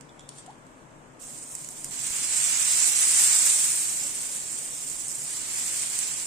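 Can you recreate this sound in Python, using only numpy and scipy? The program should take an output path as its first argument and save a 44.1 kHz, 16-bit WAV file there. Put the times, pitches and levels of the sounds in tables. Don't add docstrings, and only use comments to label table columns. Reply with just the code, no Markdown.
import sys
import numpy as np
from scipy import signal
from scipy.fft import rfft, irfft, next_fast_len
from scipy.io import wavfile
from scipy.ndimage import uniform_filter1d, map_coordinates

SR = 44100
rng = np.random.default_rng(int(sys.argv[2]) if len(sys.argv) > 2 else 0)


def wav_record(signal):
    frames = np.transpose(np.atleast_2d(signal))
    bounded = np.clip(frames, -1, 1)
    quanta = np.round(bounded * 32767).astype(np.int16)
    wavfile.write(sys.argv[1], SR, quanta)


def makeup_ratio(level_db):
    decades = np.asarray(level_db, float) / 20
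    return 10 ** decades


N = 276066

# start in seconds, length in seconds, flow level in dB,
# wetness (boil over fizz) in dB, left-right difference in dB.
POURS = [(1.192, 0.045, -34.5, -16.5, -10), (1.22, 0.38, -38, -18, -3), (1.7, 0.17, -39, -14.5, -8),
         (1.906, 0.033, -25, -12.5, -8), (1.987, 0.4, -27, -12, -7), (2.283, 0.43, -23.5, -12, -7.5),
         (2.66, 0.84, -20.5, -15.5, -5.5), (3.1, 0.15, -17.5, -14, -4), (3.34, 0.29, -23.5, -54, -4.5),
         (4.804, 0.36, -33, -20.5, -5.5), (5.207, 0.88, -33, -10.5, -3.5), (5.486, 0.31, -29, -15, -4),
         (5.908, .4, -31.5, -15.5, -9)]
# frequency in Hz, level in dB.
FIZZ = [(800, -24), (2500, -38.5), (5000, -6.5), (7000, -4.5), (9500, -2.5), (10500, -6.5), (12000, -5),
        (15500, 0)]
# frequency in Hz, level in dB.
BOIL = [(300, -26), (700, -11), (1300, -6.5), (2300, -0.5), (3500, -3), (5000, -4), (8000, -7),
        (12000, -41)]


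def unit(x):
    return x / np.sqrt(np.mean(x ** 2) + 1e-20)


def along(points, hz):
    f, v = np.transpose(points)
    return np.interp(np.log(hz + 1), np.log(f + 1), v)


def wobble(rate):
    knots = rng.standard_normal(int(N * rate / SR) + 4)
    return map_coordinates(knots, [np.arange(N) * rate / SR])


def filtered(x, response):
    m = next_fast_len(N + SR // 2)
    return irfft(rfft(x, m) * response(np.fft.rfftfreq(m, 1 / SR)), m)[..., :N]


def causal(spectrum):
    def response(hz):
        cepstrum = irfft(np.log(makeup_ratio(along(spectrum, hz))))
        half = len(cepstrum) // 2
        cepstrum[1:half] *= 2
        cepstrum[half + 1:] = 0
        return np.exp(rfft(cepstrum))
    return response


def panned(db):
    return np.array([makeup_ratio(db / 2), makeup_ratio(-db / 2)])


def patches(dies_s, level_db):
    simmer_s, simmer_share = 0.96, 0.029
    start, length = np.transpose(POURS)[:2, :, None]
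    age = np.clip(np.arange(N) / SR - start, 0, None)
    fed = np.minimum(age, length)

    def grow(tau):
        return (1 - np.exp(-fed / tau)) * np.exp((fed - age) / tau)

    power = grow(dies_s) + simmer_share * simmer_s / dies_s * grow(simmer_s)
    return makeup_ratio(2 * level_db)[:, None] * power


def bursts(count, spread_db, lag, hiss, lead=0):
    where, size, sign, place, lean = rng.random((count, 5)).T
    gain = makeup_ratio(-spread_db * np.log(size + 0.0046)) * np.sign(sign - 0.5) * panned(12 * (lean - 0.5))
    at = where * (N - 60) + 30
    delay = lead + lag * (place - 0.5)
    clicks = [np.bincount((at + side * delay).astype(int), g, N) for side, g in zip((1, -1), gain)]
    return unit(unit(np.array(clicks)) + hiss * rng.standard_normal((2, N)))


def sizzle():
    flow_db, wet_db, side_db = np.transpose(POURS)[2:]
    small = patches(0.16, flow_db)
    large = patches(0.17, flow_db + wet_db).sum(0)
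    small_sum = small.sum(0)
    pan_db = side_db @ small / (small_sum + 1e-20) - wobble(5.5)
    flare_db = 0.55 * wobble(11) + 0.6 * wobble(25) + 0.95 * wobble(70)
    swell_db = 0.16 * wobble(25)
    fizz = unit(filtered(bursts(count=60000, spread_db=-0.5, lag=9, hiss=0.51, lead=2.2), causal(FIZZ)))
    boil = unit(filtered(bursts(count=20000, spread_db=1.0, lag=5, hiss=1.65, lead=2.4), causal(BOIL)))
    fizz *= np.sqrt(small_sum) * makeup_ratio(-9.5 + flare_db + swell_db) * panned(0.74 * pan_db - 2.5)
    boil *= np.sqrt(large) * makeup_ratio(0.5 + 0.52 * flare_db) * panned(0.12 * pan_db)
    return fizz + boil


def spits():
    # time in seconds, peak level in dB, body level in dB, left-right difference in dB.
    spit_rows = [(1.552, -13.5, -21.5, -9), (1.646, -23, -23, -16), (1.688, -15, -19, -6),
                 (1.766, -28, -9, -6), (1.8445, -10, -21, -1), (1.908, -23, -32, -3),
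                 (2.2247, -35, -19, -7.5), (2.882, -18, -23, 1), (3.666, -32, -46, -14),
                 (3.9308, -24, -35, -8), (4.0665, -23, -28, -19), (4.2601, -23, -21, -9),
                 (4.321, -25, -30.5, -2), (4.529, -24, -30, -24), (4.8986, -12.5, -21.5, -8.5),
                 (5.0825, -17.5, -59, 5), (5.2191, -17, -35, -8), (5.5616, -13, -15, 0),
                 (5.9894, -6, -27, -8)]
    crack, body = np.zeros((2, 2, N + SR))
    t = np.arange(SR // 20) / SR
    for s, db, body_db, pan_db in spit_rows:
        grit = rng.standard_normal((3, len(t)))
        decay = makeup_ratio(-60 * t / 0.008) + 0.12 * makeup_ratio(-60 * t / 0.04)
        spray = (0.8 * grit[0] + 0.6 * grit[1:] + 2.5 * (t == 0)) * decay
        spray = panned(pan_db)[:, None] * spray
        span = slice(round(s * SR), round(s * SR) + len(t))
        crack[:, span] += makeup_ratio(db - 8.5) * spray
        body[:, span] += makeup_ratio(db + body_db - 1.5) * spray
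    bright = filtered(crack[:, :N], lambda hz: causal(FIZZ)(hz) / (1 + 1j * hz / 9000) ** 2)
    return bright + filtered(body[:, :N], causal(BOIL))


def ladle():
    # time in seconds, level in dB.
    stir = [
        (0.3, -65),
        (0.33, -59),
        (0.39, -46),
        (0.456, -67),
        (0.464, -50),
        (0.478, -71),
        (0.502, -61),
        (0.6, -85),
    ]
    # time in seconds, peak level in dB, ring level in dB, left-right in dB.
    ticks = [
        (0.0095, -35.5, -44, -11),
        (0.093, -50, 0, -5),
        (0.1945, -40, -1.5, -10),
        (0.2074, -44, -9, -6),
        (0.2906, -26.5, -21.5, -0.5),
        (0.384, -35, -22, -14),
        (0.4629, -38, -14, -2),
        (0.5062, -43, -20, -1),
        (0.667, -47, -30, -5.0),
    ]
    # frequency in Hz, level in dB, 60 dB decay time in seconds.
    pot = [(3420, 1, 0.028), (3560, -3, .03), (4000, -18, .03), (5020, -4.5, 0.012)]
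    contact_db = [(1000, -8), (3000, 4.0), (9000, -3), (11000, -5), (13000, -10), (16000, -12)]
    contact, ring = np.zeros((2, N + SR)), np.zeros(N + SR)
    t = np.arange(SR // 8) / SR
    for s, db, ring_db, pan_db in ticks:
        span = slice(round(s * SR), round(s * SR) + len(t))
        noise = rng.standard_normal((2, len(t)))
        contact[:, span] += makeup_ratio(db - 10.0 - 60 * t / 0.014) * panned(pan_db)[:, None] * noise
        modes = 0
        for hz, level, t60 in pot:
            modes = modes + makeup_ratio(level + rng.normal(0, 4.3) - 60 * t / t60) * np.sin(2 * np.pi * hz * t)
        ring[span] += makeup_ratio(db + ring_db - 6) * modes
    s, db = np.transpose(stir)
    slide_db = np.interp(np.arange(N) / SR, s, db, left=-120, right=-120)
    slide = makeup_ratio(slide_db - 6.0) * bursts(count=40000, spread_db=3, lag=5.5, hiss=1.2)
    return filtered(contact[:, :N] + slide, causal(contact_db)) + ring[:N]


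def plops():
    # time in seconds, level in dB, start pitch in Hz, end pitch in Hz, life in seconds.
    pockets = [
        (.478, -41, 720, 1060, .032),
        (4.023, -48, 830, 600, .011),
        (4.036, -51, 545, 570, .035),
    ]
    # time in seconds, level in dB, frequency in Hz.
    bump = (2.104, -37, 62)
    out, t = np.zeros(N), np.arange(N) / SR
    for s, db, start_hz, end_hz, life in pockets:
        u = np.clip((t - s) / life, 0, 3)
        shape = (1 - np.exp(-u / 0.017)) / (1 + (u / 0.83) ** 6)
        pitch = start_hz + (end_hz - start_hz) * u ** 2 / (1 + 0.2 * u ** 2)
        out += makeup_ratio(db) * shape * np.sin(2 * np.pi * np.cumsum(pitch) / SR)
    s, db, hz = bump
    u = np.clip(t - s, 0, 1) * hz * 2 * np.pi
    push = makeup_ratio(db) * u * (2 - u) * np.exp(-u)
    return out * panned(2.8)[:, None] - push


def kitchen(x):
    # frequency in Hz, 60 dB decay time in seconds.
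    walls = [(500, 0.063), (3000, 0.89), (10000, 0.085)]
    hz, t, z = signal.stft(rng.standard_normal((2, SR // 3)), SR, nperseg=256)
    decay = makeup_ratio(-60 * t / along(walls, hz)[:, None])
    tail = signal.istft(z * decay, SR, nperseg=256)[1]
    late = np.pad(x, ((0, 0), (150, 0)))
    return signal.fftconvolve(late, tail / np.linalg.norm(tail[0]), axes=1)[:, :N]


def drone():
    # frequency in Hz, level in dB per Hz.
    roar = [(12, -34), (20, -1.5), (69, -15), (142, -4.5), (202, -9.5), (652, -9.5), (848, -12),
            (911, -9.5), (1730, -16), (1860, -20), (2100, -19.5), (4510, -35.5), (6000, -38), (7800, -73),
            (13200, -120)]
    # frequency in Hz, width in Hz, level in dB.
    hums = [(141.4, 7.3, 6), (260.7, 49, 7), (323.3, 9.5, 7.5)]
    # frequency in Hz, correlation from -1 to 1.
    alike = [(60, -0.007), (130, 1), (290, 0.39), (640, 0.37), (1410, -0.5), (3100, 0.25), (6820, -0.88),
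             (15000, 0.79)]
    # frequency in Hz, left-right difference in dB.
    balance = [(60, 3), (150, 4), (380, 5), (950, 4.5), (2380, -1), (5980, 2), (15000, 1.5)]
    gas_db = [(2000, -42), (6000, 2), (9300, -5.5), (10500, -7.5), (13000, 0), (14000, -21)]

    def mid_side(hz):
        peaks = sum(db / (1 + (2 * (hz - c) / w) ** 2) for c, w, db in hums)
        angle = np.arccos(np.clip(along(alike, hz), -1, 1)) / 2
        return makeup_ratio(along(roar, hz) + peaks) * np.array([np.cos(angle), np.sin(angle)])

    mid, side = filtered(rng.standard_normal((2, N)), mid_side)
    pair = filtered(np.array([mid + side, mid - side]), lambda hz: panned(along(balance, hz)))
    gas = filtered(rng.standard_normal((2, N)), lambda hz: makeup_ratio(along(gas_db, hz)))
    gas *= makeup_ratio(-69 + 0.67 * wobble(4.3)) * panned(-4)[:, None]
    return makeup_ratio(-50.5 + 0.14 * wobble(4.5)) * unit(pair) + gas


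def through_ports(x):
    # resonance in Hz, width in Hz.
    ports = [(8880, 710), (7667, 866)]

    def ring(hz):
        return np.array([c * c / (c * c - hz * hz + 1j * hz * w) for c, w in ports])

    heard = filtered(x, ring)
    return heard + makeup_ratio(-26) * heard[::-1]


def thrifty(x):
    # frequency in Hz, chance of mono from 0 to 1, share of strips shut from 0 to 1.
    thrift = [(2200, 0, 0), (3400, .04, .22), (4700, .02, .24), (6600, .1, 0), (8200, .3, .02),
              (8300, .8, .03), (9500, .8, .1), (10000, .6, .32), (11500, .85, .4), (15300, .6, .36)]
    hz, t, z = signal.stft(x, SR, nperseg=1024, noverlap=768)
    f, mono, share = np.transpose(thrift)

    def luck(width_hz, spell):
        band = (hz / width_hz).astype(int)
        step = (t / spell + rng.random(band[-1] + 1)[band, None]).astype(int)
        return rng.random((band[-1] + 1, step.max() + 1))[band[:, None], step]

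    strip_luck = np.where((hz > 9500)[:, None], luck(230, 0.045), luck(90, 0.045))
    shut = np.interp(hz, f, share)[:, None]
    z *= (strip_luck >= shut) / np.sqrt(1 - shut) * (hz < 15520)[:, None]
    power = uniform_filter1d(np.abs(z) ** 2, size=16, axis=1)
    power = np.abs(uniform_filter1d(power, size=5, axis=2))
    flip_luck = np.where((hz < 9660)[:, None], luck(1380, 0.023), luck(690, 0.04))
    flip = np.where((flip_luck < 0.21) & (hz > 8270)[:, None], -1, 1)
    level = np.sqrt(power / (power.sum(0) + 1e-30))
    joint = (z[0] + flip * z[1]) * level * np.array([np.ones_like(flip), flip])
    z = np.where(luck(690, 0.06) < np.interp(hz, f, mono)[:, None], joint, z)
    return signal.istft(z, SR, nperseg=1024, noverlap=768)[1][:, :N]


def scene():
    knocks = spits() + ladle() + plops()
    return sizzle() + knocks + makeup_ratio(-6.5) * kitchen(knocks) + drone()


def low_pass(x):
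    return signal.sosfilt(signal.butter(12, 16460, fs=SR, output="sos"), x)


def record(dry):
    mix = thrifty(through_ports(dry))
    return low_pass(mix)


dry = scene()
out = record(dry)
wav_record(out)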